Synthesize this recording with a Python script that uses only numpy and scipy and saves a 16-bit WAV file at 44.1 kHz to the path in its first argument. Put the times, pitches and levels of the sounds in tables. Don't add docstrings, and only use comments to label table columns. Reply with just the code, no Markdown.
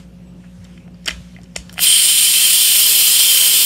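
import sys
import numpy as np
from scipy import signal
from scipy.fft import rfft, irfft
from scipy.io import wavfile
from scipy.ndimage import uniform_filter1d

SR = 44100
rng = np.random.default_rng(int(sys.argv[2]) if len(sys.argv) > 2 else 0)


def rack_gain(trim_db):
    fader = np.asarray(trim_db, float)
    return 10 ** (fader / 20)


def wav_out(sig):
    wavfile.write(sys.argv[1], SR, np.round(np.clip(np.atleast_2d(sig).T, -1, 1) * 32767).astype(np.int16))


N = 160965
FRAMES = N // 256 + 5
BIN_HZ = np.fft.rfftfreq(1024, 1 / SR)[:, None]


def evened(x):
    return x / np.sqrt(np.mean(x ** 2) + 1e-20)


def read(points, hz):
    f, value = np.transpose(points)
    return np.interp(np.log(hz + 1), np.log(f + 1), value)


def timeline(s, value, **ends):
    return np.interp(np.arange(N) / SR, s, value, **ends)


def add(mix, s, sound):
    part = mix[max(round(s * SR), 0):][:len(sound)]
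    part += sound[:len(part)]


def noise(gain):
    a, b = rng.standard_normal((gain.shape[1], gain.shape[0], 2)).T
    return signal.istft(gain * (a + 1j * b), nperseg=1024, noverlap=768)[1][:N]


def drift(size):
    once = uniform_filter1d(rng.standard_normal(N), size=size)
    return evened(uniform_filter1d(once, size=size))


def patchwork(bins, frames):
    x = uniform_filter1d(rng.standard_normal((FRAMES, 513)), size=bins, axis=1)
    return evened(uniform_filter1d(x, size=frames, axis=0)).T


def resonance(hz, f, width):
    return 1 / (1 + (2 * (hz - f) / width) ** 2)


def kitchen(x):
    # f/Hz, t60/s
    decay = [(200, 1), (1000, 0.24), (4000, 0.25), (9000, 0.22), (15000, 0.22)]
    at = np.arange(200, SR // 2, 20)
    taps = np.zeros(SR)
    taps[at + rng.integers(0, 20, len(at))] = rng.choice([-1., 1.], len(at))
    hz, t, z = signal.stft(taps, SR, nperseg=256)
    tail = signal.istft(z * rack_gain(-60 * t / read(decay, hz)[:, None]), SR, nperseg=256)[1]
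    return signal.fftconvolve(x, tail / np.linalg.norm(tail))[:N]


def air():
    # f/Hz, level/dB per Hz
    room_colour = [(35, -24), (58, -12.5), (130, -6), (200, -12), (400, -20.5), (1100, -32.5), (6000, -46),
                   (14000, -52)]
    # t/s, level/dB rms
    rustle = [(0, -48.5), (.07, -63), (.35, -66), (.45, -59), (.75, -55.5), (.9, -66.5), (1.2, -49.5),
              (1.45, -62), (1.8, -49.5)]
    # f/Hz, level/dB per Hz
    rustle_colour = [(300, -12), (1500, -5), (3000, -6), (4000, -8.5), (7000, -8.5), (12000, -20.5),
                     (15000, -38)]
    # f/Hz, width/Hz, level/dB rms
    whines = [(2700, 800, -66), (5500, 500, -75)]
    # t/s, length/s, f/Hz, width/Hz, level/dB rms
    squeaks = [(.2, 0.17, 7900, 300, -66), (.36, .2, 2700, 500, -63), (.7, 0.21, 2400, 700, -59),
               (.68, .15, 5300, 400, -72)]
    room_db, top_hz = -45.5, 14700
    patch_db = 1.8 * patchwork(20, 16)
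    x = rack_gain(room_db) * evened(noise(rack_gain(read(room_colour, BIN_HZ) + patch_db)))
    hand = evened(noise(rack_gain(read(rustle_colour, BIN_HZ) + patch_db)))
    x += rack_gain(timeline(*np.transpose(rustle))) * hand
    for f, width, db in whines:
        x += rack_gain(db) * evened(noise(rack_gain(patch_db) * resonance(BIN_HZ, f, width)))
    for s, length, f, width, db in squeaks:
        window = np.hanning(round(length * SR))
        rub = evened(noise(np.ones(60) * resonance(BIN_HZ, f, width)))
        add(x, s, rack_gain(db) * window * rub[1024:][:len(window)])
    return signal.sosfilt(signal.cheby1(10, 1, top_hz, fs=SR, output="sos"), x)


def fridge():
    # f/Hz, level/dB rms
    hum = [(60, -47), (120, -53.5), (180, -41.5), (240.5, -57), (540, -61)]
    fan_hz, fan_db, waver_db, beat_dip_s = 167.4, -46.5, .8, .035
    t = np.arange(N) / SR - beat_dip_s
    x = np.zeros(N)
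    for hz, db in hum:
        x += rack_gain(db + waver_db * drift(size=4000)) * np.cos(2 * np.pi * hz * t)
    x -= rack_gain(fan_db + waver_db * drift(size=4000)) * np.cos(2 * np.pi * fan_hz * t)
    return np.sqrt(2) * x


def splits():
    # t/s, low f/Hz, high f/Hz, level/dB rms
    moments = [(2.18, 8300, 10200, -17), (2.785, 5600, 6900, -28), (2.876, 4130, 5730, -22)]
    length_s = .045
    x = np.zeros(N)
    window = np.hanning(round(length_s * SR))
    for s, lo_hz, hi_hz, db in moments:
        band = evened(noise((BIN_HZ > lo_hz) * (BIN_HZ < hi_hz) * np.ones(40)))
        add(x, s - length_s / 2, rack_gain(db) * window * band[1024:][:len(window)])
    return np.array([x, -x])


def knock(peak_db, hz, ms, octaves):
    # f/Hz, level/dB, t60/s
    modes = [(406, 4, 0.014), (650, 9, 0.018), (1430, 5, 0.014), (1750, 2, .01), (2080, 5, 0.013),
             (2560, 4, .009), (3130, 7, 0.015), (3600, 4, 0.007), (4670, 3, 0.007), (5580, 8, 0.01),
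             (7600, 8, 0.009), (8800, 4, 0.005), (9900, 4, .005), (11500, 4, 0.004)]
    rise_share, scatter_db, detune = .4, 2, .015
    body_share, echo_body_share = .55, .3
    skirt_db, skirt_low_hz, skirt_top_hz = -15, 450, 3500
    t, f = np.arange(4096) / SR, np.fft.rfftfreq(8192, 1 / SR)
    u = t * 1000 / ms
    envelope = np.minimum(u / rise_share, 1) ** 2 * np.exp(-3 * np.maximum(u - rise_share, 0))
    contact = rng.standard_normal(len(t)) * envelope
    ring = np.zeros(len(t))
    for (mode, db, t60), (a, b) in zip(modes, rng.standard_normal((len(modes), 2))):
        decay = rack_gain(db + scatter_db * a - 60 * t / t60)
        ring += decay * np.sin(2 * np.pi * mode * (1 + detune * b) * t)
    colour = 1 / (1 + (np.log2((f + 20) / hz) / octaves) ** 2) ** 2
    colour += rack_gain(skirt_db) * f / (f + skirt_low_hz) / (1 + (f / skirt_top_hz) ** 2)
    colour /= 1 + (f / 11000) ** 4
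    mirrored = np.r_[colour, colour[-2:0:-1]]
    causal = np.exp(np.conj(signal.hilbert(np.log(mirrored))))[:len(f)]
    rung = evened(signal.fftconvolve(contact, ring)[:len(t)])
    direct = body_share * rung + (1 - body_share) * evened(contact)
    to_room = echo_body_share * evened(ring) + (1 - echo_body_share) * evened(t == 0)
    x, wide = irfft(rfft([direct, to_room], 2 * len(t)) * causal)[:, :len(t)]
    return rack_gain(peak_db) / abs(x).max() * np.array([x, evened(wide) * x.std()]).T


def tool():
    # t/s, peak level/dB, colour f/Hz, length/ms, colour width/octaves
    knocks = [(1.0575, -18.5, 8800, 3.7, .9), (1.0608, -16, 6000, 2.1, 1.1), (1.064, -23, 2500, 14, 1.4),
              (1.0736, -17, 7200, 6.7, 0.73), (1.0765, -22, 13000, 5, .5), (1.0755, -9, 3100, 6.3, .6),
              (1.0771, -9, 5600, 4.6, 0.66), (1.08, -16, 1420, 7.4, 0.91), (1.082, -7.5, 8150, 2.6, .8),
              (1.0832, -5.5, 3180, 3.3, 0.71), (1.0906, -9.5, 2400, 3.3, 1.1),
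              (1.1045, -20, 6200, 3.6, 0.34), (1.1083, -13.5, 2400, 1.8, 0.99),
              (1.115, -25.5, 2300, 3.2, 0.71), (1.549, -40, 6000, 3, 1.3), (1.553, -28, 3300, 12, .8),
              (1.5603, -16, 3480, 2.1, 1), (1.562, -6.5, 6600, 2.06, 1.04), (1.563, -11, 2800, 3.1, 0.76),
              (1.572, -22, 8900, 3.3, 0.61), (1.584, -31, 5800, 6, 0.42), (1.768, -28, 2500, 14, .5),
              (1.7793, -10.5, 2300, 2.4, 1.04), (1.7912, -6, 2580, 2.9, 0.96)]
    # t/s, peak level/dB, colour f/Hz, length/ms, colour width/octaves
    ticks = [(0.43, -41.5, 1500, 35, 1.8), (0.643, -35.5, 9000, 2.9, 1.5), (0.647, -36, 3300, 7.4, 1.4),
             (0.774, -34, 2340, 7.7, .8), (0.8766, -40.5, 1800, 4.8, 0.9), (0.9428, -42.5, 4720, 4, 0.22),
             (1.044, -36, 5200, 3, 0.44), (1.345, -44, 3000, 8.6, .25), (1.3624, -30.5, 2100, 4.5, 0.29),
             (1.372, -42, 2100, 4, .3), (1.3856, -35, 1900, 3.7, .5), (1.4145, -41, 5000, 3.5, 1),
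             (1.432, -36, 6500, 4.3, 1.7), (1.44, -37, 4940, 3.3, 1), (1.457, -44, 2800, 3.7, 0.44),
             (1.694, -25, 4200, 2.8, .8), (1.6945, -30.5, 1600, 3.9, .6), (1.695, -40, 13000, 6, .6),
             (1.727, -27, 11500, 1.9, .9), (1.734, -29, 11500, 1.34, 1.1), (1.74, -28, 11000, 2.7, 1.1),
             (1.757, -37, 700, 8.4, 0.87)]
    # t/s, level/dB, f/Hz, t60/s
    thumps = [(0.58, -32, 97, 0.19), (1.2, -31, 140, 0.09), (1.077, -24, 484, 0.023),
              (1.08, -25.5, 290, 0.044), (1.1, -31, 60.2, .4), (1.17, -34, 87, 0.19),
              (1.57, -24.5, 59, 0.18), (1.562, -13, 600, 0.0098), (1.7795, -27.5, 750, 0.027),
              (1.7915, -28.5, 707, 0.031), (1.387, -39, 700, 0.028), (0.88, -46, 710, .03)]
    room_db = -11.5
    x, low, t = np.zeros((N, 2)), np.zeros(N), np.arange(SR // 2) / SR
    for s, *blow in knocks + ticks:
        add(x, s, knock(*blow))
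    for s, db, hz, t60 in thumps:
        onset = 1.73 * (1 - np.exp(-t * hz / 0.78))
        add(low, s, rack_gain(db - 60 * t / t60) * onset * np.sin(2 * np.pi * hz * t))
    return x[:, 0] + rack_gain(room_db) * kitchen(x[:, 1]) + low


def jet():
    # t/s, level/dB, openness from 0 narrow to 1 wide, whistle level/dB
    flow = [(1.745, -79, .2, 0), (1.77, -60, 0.2, 2), (1.786, -44.5, 0.5, -2), (1.812, -25.5, 1, -5),
            (1.84, -15.5, 0.9, -11), (1.875, -13, 0, 4.5), (1.99, -10, 0.08, 2), (2.03, -12, 0.15, -8),
            (2.3, -13, 0.44, 1), (2.6, -11.5, 0.73, -2), (2.9, -10, 0.98, -4), (3.15, -10.5, 0.8, -2),
            (3.3, -10.5, 0.92, 6), (3.5, -10.5, 1, 1.5), (3.65, -11, 1.1, 3)]
    # f/Hz, level/dB per Hz
    narrow_colour = [(150, -40), (450, -37.5), (800, -43.5), (2000, -19.5), (2700, -10.5), (5000, -12),
                     (9000, -21.5), (16000, -17)]
    # f/Hz, level/dB per Hz
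    wide_colour = [(150, -39), (420, -24.5), (800, -34.5), (2000, -21), (2700, -9), (5000, -10.5),
                   (9000, -11), (16000, -12.5)]
    # f/Hz, width/Hz, narrow level/dB, wide level/dB
    cavity = [(718, 49, -35, -24.5), (996, 36, -28, -22.5), (1245, 130, -30, -25), (3158, 70, -0.5, -3),
              (3010, 240, -2.5, -6.5), (3330, 200, -7.5, -5.5), (4114, 310, -8, -10.5),
              (5097, 500, -13, -7.5), (7290, 670, -8.5, -9), (8734, 480, 1, -3.5), (8300, 780, -8, -7.5),
              (9910, 1050, -4, -8.5), (11220, 640, -11.5, -8.5), (12240, 910, -18, -8.5),
              (13270, 370, -27, -6), (15140, 340, -19, -9)]
    # f/Hz, width/Hz, depth/dB
    hollows = [(3750, 150, 7), (6250, 450, 7.5), (7750, 150, 5), (9230, 150, 5), (10400, 250, 6),
               (3300, 80, 6)]
    # f/Hz, width/Hz, level/dB against the jet
    whistles = [(3165, 30, -14.5), (3096, 30, -19), (3520, 35, -24)]
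    patch_db, flicker_db, makeup_db, room_db = 1.1, .7, 10.5, -10
    s, level_db, gap, whistle_db = np.transpose(flow)
    wide = np.interp(np.arange(FRAMES) * 256 / SR, s, gap)
    colour_db = read(narrow_colour, BIN_HZ) * (1 - wide) + read(wide_colour, BIN_HZ) * wide
    power = rack_gain(2 * colour_db)
    for f, width, db0, db1 in cavity:
        power += rack_gain(2 * (db0 + (db1 - db0) * wide)) * resonance(BIN_HZ, f, width) ** 2
    for f, width, depth_db in hollows:
        power *= rack_gain(-2 * depth_db * resonance(BIN_HZ, f, width))
    patches = rack_gain(patch_db * patchwork(8, 12))
    x = evened(noise(np.sqrt(power / power.mean(0)) * patches))
    song = np.zeros(len(x))
    for f, width, db in whistles:
        song += rack_gain(db) * evened(signal.lfilter(*signal.iirpeak(f, f / width, SR), x))
    x += rack_gain(timeline(s, whistle_db)) * song
    x *= rack_gain(timeline(s, level_db, left=-120) + makeup_db + flicker_db * drift(size=500))
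    return (x + rack_gain(room_db) * kitchen(x)) / np.sqrt(1 + rack_gain(2 * room_db))


def scene():
    return np.tile(air() + fridge() + tool() + jet(), (2, 1))


def band_limit(x):
    return signal.sosfilt(signal.butter(12, 16300, fs=SR, output="sos"), x)


def record(dry):
    listen_s, duck_share, duck_at_db = .03, .58, -17
    ceiling, knee = .94, 5
    low_cut_hz, edge_hz = 48, 15740
    k = 1 / (listen_s * SR)
    power_db = 10 * np.log10(signal.lfilter([k], [1, k - 1], dry[0] ** 2) + 1e-12)
    x = dry * rack_gain(-duck_share * np.maximum(power_db - duck_at_db, 0))
    x = x / (1 + abs(x / ceiling) ** knee) ** (1 / knee) + splits()
    x = signal.sosfilt(signal.butter(4, low_cut_hz, "high", fs=SR, output="sos"), x)
    edge = signal.firwin(1201, edge_hz, window=("kaiser", 9), fs=SR)[None]
    return band_limit(signal.oaconvolve(x, edge, "same"))


dry = scene()
out = record(dry)
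wav_out(out)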